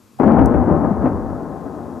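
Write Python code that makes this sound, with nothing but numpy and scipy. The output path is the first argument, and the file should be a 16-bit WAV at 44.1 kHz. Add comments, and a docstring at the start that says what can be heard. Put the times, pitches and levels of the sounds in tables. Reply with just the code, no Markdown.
"""A town, with one heavy explosion far across it. The blast arrives as a dull thud, then as thousands of
reflections from walls and hills, random taps that roll on and darken; large faces return distinct booms.
A nearby building shudders in the bass (resonated noise), something ticks once (a decaying noise burst),
and a faint swell leads in over murmur and hiss (filtered noise). Gain control dips after loud arrivals,
and the loudest peaks are held back, then clipped where they still exceed full scale."""
import sys
import numpy as np
from scipy import signal
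from scipy.fft import rfft, irfft
from scipy.io import wavfile
from scipy.ndimage import uniform_filter1d, minimum_filter1d

SR = 44100
rng = np.random.default_rng(int(sys.argv[2]) if len(sys.argv) > 2 else 0)


def wav_record(signal):
    """Record a signal, one row per channel, as 16-bit PCM in the file named by sys.argv[1]."""
    frames = np.transpose(np.atleast_2d(signal))
    bounded = np.clip(frames, -1, 1)
    # unit amplitude maps onto the largest positive 16-bit level
    quanta = np.round(bounded * 32767).astype(np.int16)
    wavfile.write(sys.argv[1], SR, quanta)


N = 88200
T = np.arange(N) / SR  # time [s]
BLAST_S = .1995  # arrival of the direct sound


def amp(db):
    """Decibel law: amplitude ratio of a level in dB."""
    return 10 ** (np.asarray(db) / 20)


def evened(x):
    """Normalisation: scales to an RMS of 1."""
    return x / np.sqrt(np.mean(x ** 2) + 1e-20)


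def curve(table, order=1):
    """Linear interpolation: one column of a table followed over time."""
    rows = np.array(table)
    return np.interp(T, rows[:, 0], rows[:, order])


def panned(stereo, pan_db):
    """Level difference: leans left for positive dB; the mean of the two channel gains stays 1."""
    g = amp(pan_db)
    left_gain = 2 * g / (1 + g)
    right_gain = 2 / (1 + g)
    return np.array([stereo[0] * left_gain, stereo[1] * right_gain])


def noise_pair(same):
    """Interchannel coherence: two white noises whose correlation is `same`."""
    a, b = rng.standard_normal((2, N))
    same = np.clip(same, -1, 1)
    return np.array([a, same * a + np.sqrt(1 - same ** 2) * b])


def colour(x, points, size=8192):
    """Minimum phase: a causal filter of energy 1 whose phase follows from its log spectrum."""
    f, db = np.transpose(points)
    hz = abs(np.fft.fftfreq(size, 1 / SR))
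    level_db = np.interp(np.log(hz + 1), np.log(f + 1), db, right=-100)
    log_gain = np.log(amp(level_db))
    spectrum = np.exp(np.conj(signal.hilbert(log_gain)))
    h = np.fft.ifft(spectrum).real[:size // 2]
    h = h / np.linalg.norm(h)
    return signal.oaconvolve(x, h[None], axes=1)[:, :N]


def resonate(x, hz, width):
    """Resonance: shifts the band to 0 Hz, smooths it with two equal poles and shifts it back."""
    turn = np.exp(2j * np.pi * hz * T)
    r = np.exp(-np.pi * width / SR)
    envelope = signal.lfilter([(1 - r) ** 2], [1, -2 * r, r * r], x / turn)
    return 2 * (turn * envelope).real


TAPS_PER_S, TAP_SPREAD_DB = 3000, 2.0  # mean density; mean of the exponential spread of levels
SCATTER_DB = -16  # taps private to one channel, against the shared ones


def reflections():
    """Diffuse reflection: sparse arrivals of random sign and size, mostly shared by both channels."""
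    hit = rng.random((3, N)) < TAPS_PER_S / SR
    sign = np.sign(rng.standard_normal((3, N)))
    size = amp(TAP_SPREAD_DB * rng.exponential(1, (3, N)))
    taps = hit * sign * size
    return evened(taps[:1] + amp(SCATTER_DB) * taps[1:])


# Rolling mass of small reflections: (time [s], level [dB], left over right [dB])
ROLL = [(0.2, -13, 10), (0.23, -17.5, 6), (0.334, -13.5, 5.5), (0.666, -18.5, 4), (0.68, -16, 5),
        (0.806, -19.5, 5), (0.816, -17.5, 5.5), (1.006, -23.5, 3), (1.052, -18.5, 3.5), (1.126, -22.5, 2.5),
        (1.418, -27.5, 3.5), (1.618, -29, 5), (2.0, -32, 4)]
DIRECT_DB = 7.5  # the first, straight arrival
DARKEN_S = 0.79  # time constant of the fading bright share


def direct_and_roll():
    """Reverberant decay: the direct impulse and the roll, whose energy passes from short to long paths."""
    bright_share = np.exp(-np.maximum(T - BLAST_S, 0) / DARKEN_S)
    roll = amp(curve(ROLL)) * (T > BLAST_S) * reflections()
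    direct = amp(DIRECT_DB) * (np.arange(N) == round(BLAST_S * SR))
    bright = bright_share * roll + direct
    dull = np.sqrt(1 - bright_share ** 2) * roll
    return bright, dull


# Distinct returns of the blast, the first at the direct sound, levels relative:
# (time [s], cluster level [dB], brightness [0-1], thud frequency [Hz], thud level [dB])
BOOMS = [(0.1989, -7.5, 1, 252, -6.5), (0.23, -4, 0.5, 257.4, -6.5), (.263, -12.5, 0.34, 217.6, 1),
         (0.277, -3, 0.03, 245, -9.5), (0.3, -1.5, 1, 261, -6), (.316, -23.5, 0.54, 221.5, 2.5),
         (0.364, -4.5, 0.5, 236, -12), (0.384, -1, 0.99, 314, -12), (0.413, -7, .5, 270, -0.5),
         (0.538, -5.5, 1, 361, -26), (0.574, -20.5, .3, 248, -7), (0.679, -10, 0.2, 325, -4.5),
         (0.707, -6, 0.46, 170, -5.5), (0.747, -15.5, 0.42, 173, -8), (0.814, -15, 0.2, 269, -3),
         (0.843, -7, 0.5, 250.5, -10), (.91, -20.5, 0.37, 199.5, -3), (1.018, -13, 0.6, 195, -11),
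         (1.041, -12, 1, 242, -4), (1.055, -8, 1, 280, -16), (1.261, -39, 0.85, 269, -17.5),
         (1.661, -17.5, 0.1, 264.5, -20.5)]
BOOM_RISE_S, BOOM_T60_S = 0.0038, .15
THUD_RISE_S, THUD_T60_S = 0.0035, 0.081


def booms():
    """Specular echo: each large face returns a decaying cluster of arrivals and a low sine thud."""
    cluster = reflections()
    bright, dull, thuds = 0, 0, 0
    for s, db, brightness, hz, thud_db in BOOMS:
        t = np.maximum(T - s, 0)
        boom = np.minimum(t / BOOM_RISE_S, 1) * amp(db - 60 * t / BOOM_T60_S) * cluster / 2
        mix = np.clip(brightness, 0, 1)
        bright = bright + mix * boom
        dull = dull + np.sqrt(1 - mix ** 2) * boom
        thud_envelope = np.minimum(t / THUD_RISE_S, 1) * amp(thud_db - 60 * t / THUD_T60_S)
        thuds = thuds + thud_envelope * np.sin(2 * np.pi * hz * t)
    return bright, dull, thuds


# Faint resonances of the space around the microphones: (frequency [Hz], width [Hz], level [dB])
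NEARBY = [(158.8, 10, 2), (249.5, 12, -12), (350, 10, -8.5), (481.8, 5.3, 0.5), (588, 18, -4),
          (774, 16, -4.5), (778, 38, -11), (1053, 48, -0.5), (1243, 4, -7), (1267, 66, -3.5),
          (2080, 14, -7)]


def nearby_ringing(x):
    """Sympathetic resonance: the space around the microphones rings when the blast drives it."""
    return sum(amp(db) * resonate(x, hz, width) for hz, width, db in NEARBY)


# Colour of a short path: (frequency [Hz], relative spectral level [dB])
BRIGHT = [(30, -50), (60, -11), (130, -11.5), (180, -2.5), (240, 1.5), (330, -3.5), (450, -8), (800, -7.5),
          (1100, -16), (1500, -23.5), (2200, -36.5), (3300, -52.5), (4500, -81), (6000, -100)]
# Colour of a long path: (frequency [Hz], relative spectral level [dB])
DULL = [(30, -52.5), (60, -6), (130, -9.5), (180, -3.5), (250, 1.5), (450, -6.5), (700, -8), (1050, -15.5),
        (1500, -25.5), (2000, -37.5), (2500, -53), (3200, -80)]


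def blast():
    """Propagation loss: every arrival is the same blast, brighter by a short path, duller by a long one."""
    bright, dull = direct_and_roll()
    boom_bright, boom_dull, thuds = booms()
    arrivals = colour(bright + boom_bright, BRIGHT) + colour(dull + boom_dull, DULL)
    x = arrivals + thuds
    return panned(x + nearby_ringing(x), curve(ROLL, order=2))


# Course of the shudder: (time [s], level [dB])
SHUDDER = [(.2, -28), (.3, -37), (.4, -15.5), (.57, -20.5), (.75, -24.5), (.95, -25), (1.06, -25),
           (1.25, -28), (1.45, -38), (1.75, -46.5), (2.0, -51.5)]
# Low resonances of the building: (frequency [Hz], width [Hz], relative level [dB])
SHUDDER_BANDS = [(25, 15, -15.5), (48.6, 9.5, -5.5), (73.4, 14, 2), (87.1, 14, -3.5), (104.8, 9.3, -5.5),
                 (126.1, 9.4, -4)]
SHUDDER_PAN_DB, SHUDDER_SAME = 10, 0.84  # left over right; correlation of the driving noises


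def shudder():
    """Structural modes: noise through a few low resonances of the nearby building."""
    x = 0
    for hz, width, db in SHUDDER_BANDS:
        x = x + amp(db) * evened(resonate(noise_pair(SHUDDER_SAME), hz, width))
    onset = np.clip((T - BLAST_S) / .03, 0, 1)
    return amp(curve(SHUDDER)) * onset * panned(evened(x), SHUDDER_PAN_DB)


# Resonances of the tick: (frequency [Hz], width [Hz], relative level [dB])
TICK = [(6130, 1200, -10), (8030, 3600, -5), (11800, 740, -6), (13160, 1500, -31.5)]
TICK_S, TICK_T60_S = .4589, 0.011  # start; decay time of the driving noise
TICK_DB = -25.5  # peak before panning


def tick():
    """Impulse excitation: a very short noise burst strikes four high resonances, close by and dry."""
    t = np.maximum(T - TICK_S, 0)
    snap = (T > TICK_S) * amp(-60 * t / TICK_T60_S) * noise_pair(0.99)
    x = sum(amp(db) * resonate(snap, hz, width) for hz, width, db in TICK)
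    return amp(TICK_DB) * panned(x / abs(x).max(), 5.0)


LEAD_S = .188  # start of the faint swell just ahead of the blast
LEAD_DB, LEAD_HZ, LEAD_WIDTH_HZ = -27, 844, 270


def lead_in():
    """Narrow-band noise: a short swell up to the blast, uncorrelated between the two microphones."""
    rise = np.clip((T - LEAD_S) / (BLAST_S - LEAD_S), 0, 1) ** 0.5
    swell = rise * (T < BLAST_S)
    return amp(LEAD_DB) * swell * evened(resonate(noise_pair(0), LEAD_HZ, LEAD_WIDTH_HZ))


# Murmur of traffic and air: (frequency [Hz], relative spectral level [dB])
TOWN = [(18, -45.5), (30, -13), (125, -2), (173, -9.5), (223, 3), (667, -15), (809, -16.5), (1040, -11.5),
        (2040, -25), (3000, -38.5), (3900, -60), (6600, -120)]
# Thin hiss: (frequency [Hz], relative spectral level [dB])
HISS = [(1470, -28.5), (2500, 0.5), (3020, -5), (3270, -3), (4380, -3.5), (4780, -2.5), (7190, -2.5),
        (8320, -5.5), (12900, -6), (14300, -9)]
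TOWN_DB, HISS_DB = -51.5, -61  # RMS before panning
FLOOR_SAME, FLOOR_PAN_DB = 0.83, 3  # correlation of the channels; left over right


def floor():
    """Stationary noise: low town murmur of traffic and air, and a thin hiss."""
    murmur = amp(TOWN_DB) * colour(noise_pair(FLOOR_SAME), TOWN)
    hiss = amp(HISS_DB) * colour(noise_pair(FLOOR_SAME), [(1500, -14)] + list(HISS))
    return panned(murmur + hiss, FLOOR_PAN_DB)


# Right microphone against the left: (frequency [Hz], gain [dB])
RIGHT_GAIN = [(20, 2), (40, 1.5), (58, -9.5), (80, 3), (105, 4.5), (132, -2), (165, -2.5), (300, -0.5),
              (740, -3), (1200, -2), (2600, -1), (4000, 0), (14000, -3)]
# Phase lag of the right microphone, a whole turn being none: (frequency [Hz], lag [turns])
RIGHT_LAG = [(0, 0), (21, .12), (43, .26), (64, .53), (86, .78), (107, 1), (120, 1.22), (130, 1.25),
             (140, 1), (22050, 1)]
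LOW_CUT_HZ = 36


def microphones(x):
    """Transfer function: the right one has its own colour and bass lag; both lose the deepest bass."""
    size = 2 * N
    hz = np.fft.rfftfreq(size, 1 / SR)
    f, db = np.transpose(RIGHT_GAIN)
    gain = amp(np.interp(np.log(hz + 1), np.log(f + 1), db))
    lag = np.interp(hz, *np.transpose(RIGHT_LAG))
    response = gain * np.exp(-2j * np.pi * lag)
    right = irfft(rfft(x[1], size) * response, size)[:N]
    low_cut = signal.butter(2, LOW_CUT_HZ, "high", fs=SR, output="sos")
    return signal.sosfilt(low_cut, np.array([x[0], right]))


def scene():
    """Superposition: the pressures of all sources add."""
    return blast() + shudder() + tick() + lead_in() + floor()


DUCK_FROM_DB, DUCK_SHARE, DUCK_SENSE_S = -10.5, 0.35, 0.011  # threshold; dB cut per dB over; window
DUCK_RECOVER_DB_PER_S = 5.5  # fastest fall of the held level


def gain_control(x):
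    """Compression: gain drops fast with the sensed level and recovers slowly."""
    size = round(DUCK_SENSE_S * SR)
    power = abs(uniform_filter1d((x ** 2).mean(0), size))
    power_db = 10 * np.log10(power + 1e-12)
    fall = T * DUCK_RECOVER_DB_PER_S
    held_db = np.maximum.accumulate(power_db + fall) - fall
    over_db = np.maximum(held_db - DUCK_FROM_DB, 0)
    return x / amp(DUCK_SHARE * uniform_filter1d(over_db, size))


PEAK_FROM, PEAK_SHARE, PEAK_S = .85, .6, .004  # threshold; exponent of the gain; window


def limiter(x):
    """Peak limiting: a brief gain dip around each peak takes off part of its excess."""
    size = round(PEAK_S * SR)
    room = minimum_filter1d(PEAK_FROM / np.maximum(abs(x).max(0), PEAK_FROM), size)
    smooth = uniform_filter1d(uniform_filter1d(room, size), size)
    return x * smooth ** PEAK_SHARE


CEILING = 1  # full scale
EDGE_HZ = 14150  # upper band limit


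def record(dry):
    """Nonlinear chain: gain control, limiter, hard overload of what still gets through, band limit."""
    x = limiter(gain_control(microphones(dry)))
    clipped = np.clip(x, -CEILING, CEILING)
    low_pass = signal.firwin(255, EDGE_HZ, window=("kaiser", 9), fs=SR)
    limited = signal.oaconvolve(clipped, low_pass[None], "same")
    return np.clip(limited, -CEILING, CEILING)


dry = scene()
out = record(dry)
wav_record(out)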